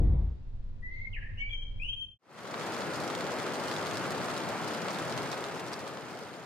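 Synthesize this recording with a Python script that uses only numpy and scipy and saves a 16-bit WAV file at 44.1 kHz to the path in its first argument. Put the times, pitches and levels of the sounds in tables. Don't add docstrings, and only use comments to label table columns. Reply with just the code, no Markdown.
import sys
import numpy as np
from scipy import signal
from scipy.fft import rfft, irfft
from scipy.io import wavfile
from scipy.ndimage import uniform_filter1d

SR = 44100
rng = np.random.default_rng(int(sys.argv[2]) if len(sys.argv) > 2 else 0)


def master(y):
    cut = np.clip(np.atleast_2d(y).T, -1, 1)
    pcm = np.round(cut * 32767)
    wavfile.write(sys.argv[1], SR, pcm.astype(np.int16))


N = 284531
T = np.arange(N) / SR
GAP_S = 2.179


def rain():
    heaviest_s, swell_db_per_s = 4.05, 0.88
    closing_s, closing_db_per_s = 5.2, 6.5
    strength_db = -35.5 - swell_db_per_s * abs(T - heaviest_s)
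    strength_db -= closing_db_per_s * np.maximum(T - closing_s, 0)
    patter_db = -11
    bed = wash() + amp(patter_db) * patter()
    return bed * amp(strength_db) * fade(silent_s=GAP_S, full_s=2.724, steepness=2.15) + drops()


# [dB per Hz, relative]
WASH_COLOUR = [(18, -76), (30, -43), (64, -35), (95, -12), (114, -2.5), (208, -2.5), (244, -3.5),
               (371, -1.5), (549, -1.5), (1140, -6.5), (1270, -5.5), (2570, -16), (5500, -24.5),
               (10900, -35.5), (15700, -46.5)]
# freq_hz [Hz], likeness [-1 to 1]
WASH_LIKENESS = [(60, 0.33), (130, 0.94), (290, 0.89), (640, 0.95), (1410, 0.58), (3100, 0.69),
                 (6820, 0.88), (15000, 0.014)]
# freq_hz [Hz], left_minus_right_db [dB]
WASH_PAN = [(60, 7), (110, 5), (200, 4.5), (380, 2.5), (700, 1.5), (1290, 0.5), (2380, -1.5), (4400, 1.5),
            (8120, 2.5), (15000, 3.5)]
# freq_hz [Hz], phase_rad [radians]
WASH_TURN = [(0, 9.5), (260, 0.04), (780, 0.6), (2150, -0.03), (3620, 1.5), (5170, 1.35), (5600, 2.5),
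             (8350, 1.5), (10900, 4), (12000, -4), (13100, 2), (13900, -3), (14700, -4), (15400, 0)]


def wash():
    return noise(WASH_COLOUR, WASH_LIKENESS, patchy_db=0.63, size=2048, pan=WASH_PAN, turn=WASH_TURN)


# start_s [s], level_db [dB, relative], ring_hz [Hz], bright_db [dB per octave]
BIG_DROPS = [(2.527, -45, 4280, 4), (2.542, -29.5, 4110, -5), (2.5789, -42, 4350, -4),
             (2.6683, -32, 4900, 4), (2.722, -30, 5230, 4), (2.746, -31, 3560, 2), (2.8162, -35, 4267, 3),
             (2.907, -37, 4220, 5), (2.9356, -29, 3880, 3), (2.9614, -26.5, 4680, 8),
             (3.0013, -26.5, 4100, 5), (3.077, -30, 5530, 1), (3.1006, -30, 4090, 0),
             (3.151, -27.5, 3600, 1), (3.2079, -28.5, 4440, 0.5), (3.267, -30.5, 3900, 1),
             (3.386, -29, 4310, 2), (3.43, -28, 4750, 5.5), (3.466, -33.5, 4030, 1), (3.5372, -29, 4300, 7),
             (3.556, -32.5, 4180, 1), (3.5796, -38, 4210, 3), (3.681, -28, 5600, 2),
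             (3.713, -28.5, 4300, -0.5), (3.7642, -29, 3870, 0), (3.868, -25.5, 4420, 4),
             (3.911, -26, 3700, 1.5), (3.971, -25, 5230, 3), (4.013, -37, 4530, -2), (4.044, -35, 3910, -2),
             (4.107, -20.5, 4390, 8), (4.1487, -33, 3640, -1), (4.18, -29.5, 4410, 3),
             (4.2144, -33, 4840, -4), (4.284, -31, 4090, -7.5), (4.301, -32, 4070, 1),
             (4.3648, -33, 4230, 1), (4.3763, -25.5, 3800, 4), (4.403, -33, 3740, 0),
             (4.436, -35, 4610, -7), (4.4884, -25, 3780, 6.5), (4.635, -32, 3840, 3),
             (4.6788, -25, 4540, 5), (4.74, -32, 3560, 2), (4.8198, -44, 6500, 4), (4.859, -27, 4010, -7),
             (4.8832, -28.5, 5140, -3), (4.9056, -29.5, 6300, 0.5), (4.93, -27, 4120, 6),
             (4.946, -29.5, 4090, 1.5), (4.986, -26.5, 3800, 3.5), (5.097, -29, 5080, 5),
             (5.1236, -30, 5630, -1), (5.1761, -27.5, 4440, 1), (5.187, -32, 3600, -4),
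             (5.316, -25, 6000, 2.5), (5.329, -29.5, 3980, -4), (5.4404, -28.5, 3900, 1.5),
             (5.485, -33.5, 3640, 0), (5.5472, -34, 6430, 5), (5.596, -32.5, 3590, 2),
             (5.6822, -33, 5760, 4), (5.732, -27, 5400, 2), (5.793, -32, 5830, 4), (5.8774, -30, 4430, 5),
             (6.1901, -31.5, 3840, 6)]


def drops():
    t60_s, pan_db, length = 0.032, -0.5, 2048
    out = np.zeros((2, N + 4000))
    grits = rng.standard_normal((len(BIG_DROPS), 3, 2, length))
    lucks = rng.random((len(BIG_DROPS), 2))
    for (start_s, level_db, ring_hz, bright_db), grit, luck in zip(BIG_DROPS, grits, lucks):
        shared, left, right = (splat(ring_hz, t60_s, bright_db, g, luck) for g in grit)
        pair = 0.75 * shared + np.array([left, right])
        pair *= panned(amp(level_db - 4), pan_db)[:, None]
        start = round(start_s * SR)
        out[:, start:start + length] += pair
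    return glass(out[:, :N])


def patter():
    drops_per_s, kinds, length = 330, 24, 2048
    out = np.zeros((3, N))
    for ring_hz in np.geomspace(2500, 9000, kinds):
        strength = amp(5.1 * np.minimum(rng.exponential(1, N), 2.6))
        hits = strength * (rng.random(N) < drops_per_s / kinds / SR)
        t60_s, bright_db, luck = rng.uniform(0.0022, 0.048), rng.uniform(-3.7, 7.2), rng.random(2)
        grits = rng.standard_normal((3, 2, length))
        shapes = np.array([splat(ring_hz, t60_s, bright_db, grit, luck) for grit in grits])
        out += signal.oaconvolve(hits[None], shapes, axes=1)[:, :N]
    lean = amp([[.8], [-.8]])
    return evened(glass(0.51 * out[0] + 0.94 * out[1:] * lean))


def splat(ring_hz, t60_s, bright_db, grit, luck):
    t = T[:grit.shape[1]]
    decay_s = max(t60_s, .004)
    fall = amp(-60 * t / decay_s) * np.clip(t / 0.00044, 0, 1)
    fall += 0.96 * np.exp(-t / 0.0005)
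    since_rebound = t - np.interp(luck[0], [0, 1], (0.0058, .014))
    rebound_db = np.interp(luck[1], [0, 1], (-10, -7.5))
    fall += amp(rebound_db - 60 * abs(since_rebound) / decay_s) * (since_rebound > 0)
    burst = grit[0] * amp(5.5 * grit[1]) * fall
    r = np.exp(-np.pi * 1000 / SR)
    ring = signal.lfilter([1 - r * r], [1, -2 * r * np.cos(2 * np.pi * ring_hz / SR), r * r], burst)
    octaves = np.log2(np.fft.rfftfreq(len(t), 1 / SR) / 5000 + 0.048)
    sound = irfft(rfft(burst + 0.65 * ring) * amp(bright_db * octaves), len(t))
    return sound / np.linalg.norm(sound) * np.sqrt(t60_s * SR / 30)


# [dB, relative]
GLASS_COLOUR = [(300, -36), (1200, 9.5), (2500, -2), (4500, 1), (7000, -4), (11000, -15), (15800, -28)]


def glass(x):
    taps = irfft(amp(read(GLASS_COLOUR, np.fft.rfftfreq(256, 1 / SR))))
    taps = np.roll(taps, 128) * np.hanning(256)
    return signal.oaconvolve(x, taps[None] / np.linalg.norm(taps), "same")


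def hillside():
    left, right = birds() + wind() + rustle() + still_air() + drone()
    lag = round(.00113 * SR)
    pair = np.array([np.roll(left, lag), right])
    pair *= fade(silent_s=0.18, full_s=0.23, steepness=0.67)
    return pair * fade(silent_s=GAP_S, full_s=1.72, steepness=1)


FLUTTER_DB = 3


def birds():
    direct, sent = whistles()
    echoes = tree_echoes(sent)
    flutter = [amp(3.5 + FLUTTER_DB * wobble(count=N, hz=30)) for channel in range(2)]
    return direct + sizzle(sent) + echoes * flutter


# [dB, gain of the direct sound only]
NOTES = [(0.819, .17, 0.24, 1937, 2095, 2152, 2, -42, -43.5, 2),
         (1.128, 0.061, .172, 3250, 1577, 1906, .1, -50, -58, -0.5),
         (1.373, 0.024, 0.032, 2700, 3094, 3050, 2, -31, -49, -5),
         (1.389, .07, 0.15, 2214, 2281, 2370, 0.5, -39, -46, 6),
         (1.489, 0.091, .185, 3344, 3140, 3227, 16.5, -34.5, -51, -4),
         (1.781, .15, .285, 2220, 3206, 3113, 11.5, -37, -41.5, -3.5)]
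# [dB, before direct gain and flutter]
LOUDNESS = [
    [(.82, -67), (.832, -50), (.868, -49), (.894, -55), (1.018, -44), (1.034, -70), (1.048, -45.5),
     (1.09, -57), (1.13, -66)],
    [(1.128, -57), (1.136, -48), (1.156, -46.5), (1.166, -42), (1.185, -64), (1.22, -56), (1.25, -55.5),
     (1.3, -60.5)],
    [(1.372, -47.5), (1.42, -50.5)],
    [(1.392, -52.5), (1.41, -48.5), (1.46, -51), (1.57, -55)],
    [(1.485, -62), (1.507, -48), (1.54, -44.5), (1.565, -46.5), (1.59, -50.5), (1.67, -66)],
    [(1.78, -65), (1.794, -59), (1.803, -43), (1.83, -43.5), (1.878, -43), (1.891, -33), (1.94, -47),
     (1.98, -43), (2.01, -35.5), (2.045, -38.5), (2.065, -54)],
]


def whistles():
    waver = 0.005
    echo_pan = 0.26
    edge_s = 0.0024
    direct, sent = np.zeros((2, 2, N))
    for note, loudness in zip(NOTES, LOUDNESS):
        start_s, glide_s, length_s, first_hz, turn_hz, last_hz, pan_db, second_db, third_db, direct_db = note
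        start, t = round(start_s * SR), T[:round(length_s * SR)]
        span = slice(start, start + len(t))
        pitch_hz = first_hz + (turn_hz - first_hz) * np.sin(np.pi / 2 * np.minimum(t / glide_s, 1))
        pitch_hz += (last_hz - turn_hz) * np.clip((t - glide_s) / (length_s - glide_s), 0, 1)
        pitch_hz *= 1 + waver * wobble(count=len(t), hz=50)
        phase = 2 * np.pi * (np.cumsum(pitch_hz) / SR + rng.random())
        tone = np.sin(phase) + amp(second_db) * np.sin(2 * phase) + amp(third_db) * np.sin(3 * phase)
        tone *= np.sqrt(2) * uniform_filter1d(level(loudness)[span], size=180)
        tone *= signal.windows.tukey(len(t), 2 * edge_s / length_s)
        flutter = [amp(direct_db + FLUTTER_DB * wobble(count=len(t), hz=40)) for channel in range(2)]
        direct[:, span] += panned(tone, pan_db) * flutter
        sent[:, span] += panned(tone, echo_pan * pan_db)
    return direct, sent


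# [dB, boost]
TREE_STANDS = [(0.013, 0.0079, 13.5), (0.042, 0.0082, 1.5), (.075, .012, 6), (0.113, 0.016, 2)]


def tree_echoes(sent):
    t, t60_s = T[:SR], 1
    taps = rng.choice([-1., 1.], (2, SR)) * (rng.random((2, SR)) < .04)
    taps *= amp(2.5 * rng.standard_normal((2, SR)))
    clumps_db = sum(db * np.exp(-((t - delay_s) / spread_s) ** 2) for delay_s, spread_s, db in TREE_STANDS)
    taps *= amp(clumps_db - 60 * t / t60_s) * np.clip(t / 0.0044, 0, 1)
    taps /= np.linalg.norm(taps, axis=1, keepdims=True)
    return signal.fftconvolve(sent, taps, axes=1)[:, :N]


# [dB per Hz, relative]
SIZZLE_COLOUR = [(8000, -42.5), (9000, -4), (9900, 3.5), (10600, -9), (11000, -44.5)]
# freq_hz [Hz], likeness [0 to 1]
HILL_LIKENESS = [(40, 0.97), (80, 0.95), (130, 0.4), (300, 0.48), (700, 0.17), (3000, 0.15)]


def sizzle(sent):
    smooth_s, follow = .06, .6
    power = uniform_filter1d(sent.mean(0) ** 2, round(smooth_s * SR))
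    loudness = np.sqrt(abs(power)) / amp(-50)
    hiss = noise(SIZZLE_COLOUR, HILL_LIKENESS, patchy_db=4.5, size=512)
    return hiss * amp(-92) * loudness ** follow


# [dB per Hz, relative]
BUFFET_COLOUR = [(8.8, -30.5), (15, 12), (30, 12), (54, -34), (99, -3.5), (115, -23), (130, -18.5),
                 (170, -67.5), (290, -120)]
# [dB, before the hillside fades]
BUFFET_LEVEL = [(.4, -47.5), (.5, -37), (.6, -38.5), (.68, -36.5), (.75, -40.5), (.95, -42.5), (1.012, -35),
                (1.054, -48.5), (1.126, -37), (1.3, -38.5), (1.58, -37), (1.7, -34.5), (1.876, -37),
                (2.0, -48), (2.15, -60)]


def wind():
    buffeting = noise(BUFFET_COLOUR, HILL_LIKENESS, patchy_db=4.5, size=4096)
    return steadied(buffeting, 0.076) * level(BUFFET_LEVEL)


# [dB per Hz, relative]
RUSTLE_COLOUR = [(1800, -60), (2600, -10), (3400, -6), (4300, -3), (5000, -15), (6200, -30), (8000, -62)]


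def rustle():
    centre_s, half_s = 1.0, 0.11
    swell = amp(-74) * np.exp(-((T - centre_s) / half_s) ** 4)
    return noise(RUSTLE_COLOUR, HILL_LIKENESS, patchy_db=1.5, size=512) * swell


# [dB per Hz, relative]
AIR_COLOUR = [(35, -44.5), (60, -9.5), (110, -14), (150, -25), (300, -31), (600, -42), (1400, -49),
              (2300, -54.5), (4000, -56), (7000, -68), (11000, -83), (15800, -95)]


def still_air():
    return noise(AIR_COLOUR, HILL_LIKENESS, patchy_db=0.5, size=2048) * amp(-49)


# [dB rms, before the hillside fades]
DRONE_BANDS = [(104, 6.5, -57.5), (206, 9.7, -64), (529, 32, -73)]


def drone():
    return wavering(DRONE_BANDS, same=0.51)


def cabin():
    return (rumble() + tyres()) * fade(silent_s=0.44, full_s=0.026, steepness=1.65)


# [dB per Hz, relative]
RUMBLE_COLOUR = [(15, -6), (30, -9), (60, 9), (110, -7), (180, -16.5), (260, -20.5), (450, -26.5),
                 (750, -43), (1400, -100)]
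# freq_hz [Hz], likeness [0 to 1]
CABIN_LIKENESS = [(40, .99), (130, .96), (250, .85), (500, .34), (1000, .3), (2500, .3), (8000, .4)]
# [dB, relative]
CABIN_MODES = [(44.24, 4, -4), (74.5, 15.6, -7.5), (137.1, 38, -15)]


def rumble():
    boom = 0.8 * noise(RUMBLE_COLOUR, CABIN_LIKENESS, patchy_db=-3, size=4096)
    boom += wavering(CABIN_MODES, same=1)
    lean = amp([[.7], [-.7]])
    return steadied(boom, 0.043) * amp(-22) * lean


# [dB per Hz, relative]
TYRE_COLOUR = [(240, -37), (400, -11.5), (798, -12.5), (1570, -29), (2000, -26.5), (2770, -39),
               (3480, -32.5), (5520, -53.5), (15700, -59)]


def tyres():
    return noise(TYRE_COLOUR, CABIN_LIKENESS, patchy_db=-0.5) * amp(-55)


def noise(colour, same, patchy_db, size=1024, pan=((1, 0), (2, 0)), turn=((1, 0), (2, 0))):
    frames, hz = 4 * N // size + 5, np.fft.rfftfreq(size, 1 / SR)
    a, b, c, d, patches = rng.standard_normal((frames, len(hz), 5)).T
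    patches = uniform_filter1d(patches, size=12, axis=0)
    patches = evened(uniform_filter1d(patches, size=10, axis=1))
    likeness = np.clip(read(same, hz), -1, 1)[:, None]
    left = a + 1j * b
    right = likeness * left + np.sqrt(1 - likeness ** 2) * (c + 1j * d)
    right *= np.exp(-1j * read(turn, hz))[:, None]
    tilt = amp(read(pan, hz) / 2)[:, None]
    spectra = np.array([left * tilt, right / tilt])
    spectra *= amp(read(colour, hz)[:, None] + patchy_db * patches)
    out = signal.istft(spectra, nperseg=size, noverlap=size - size // 4)[1][:, :N]
    return out / np.sqrt(np.mean(out.mean(0) ** 2))


def wavering(modes, same):
    out = np.zeros((2, N))
    for hz, width_hz, db in modes:
        sway = rng.standard_normal((2, N)) + 1j * rng.standard_normal((2, N))
        sway[1] = same * sway[0] + np.sqrt(1 - same ** 2) * sway[1]
        sway = signal.sosfilt(signal.butter(2, width_hz / 2, fs=SR, output="sos"), sway)
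        out += amp(db) * evened((sway * np.exp(2j * np.pi * hz * T)).real)
    return out


def wobble(count, hz):
    drift = rng.standard_normal(count + SR // 5)
    return evened(signal.sosfilt(signal.butter(4, hz, fs=SR, output="sos"), drift)[SR // 5:])


def steadied(x, seconds):
    return x / np.sqrt(abs(uniform_filter1d(x.mean(0) ** 2, round(seconds * SR))) + 0.028)


def fade(silent_s, full_s, steepness):
    return np.sin(np.pi / 2 * np.clip((T - silent_s) / (full_s - silent_s), 0, 1)) ** steepness


def panned(x, pan_db):
    return np.array([x * amp(pan_db / 2), x / amp(pan_db / 2)])


def level(rows):
    return amp(np.interp(T, *np.transpose(rows)))


def read(points, hz):
    f, value = np.transpose(points)
    return np.interp(np.log(hz + 1), np.log(f + 1), value)


def evened(x):
    return x / np.sqrt(np.mean(x ** 2) + 1e-20)


def amp(db):
    return 10 ** (np.asarray(db) / 20)


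def scene():
    return rain() + hillside() + cabin()


def record(dry):
    edge_hz = 15830
    return signal.oaconvolve(dry, signal.firwin(511, edge_hz, window=("kaiser", 9), fs=SR)[None], "same")


dry = scene()
out = record(dry)
master(out)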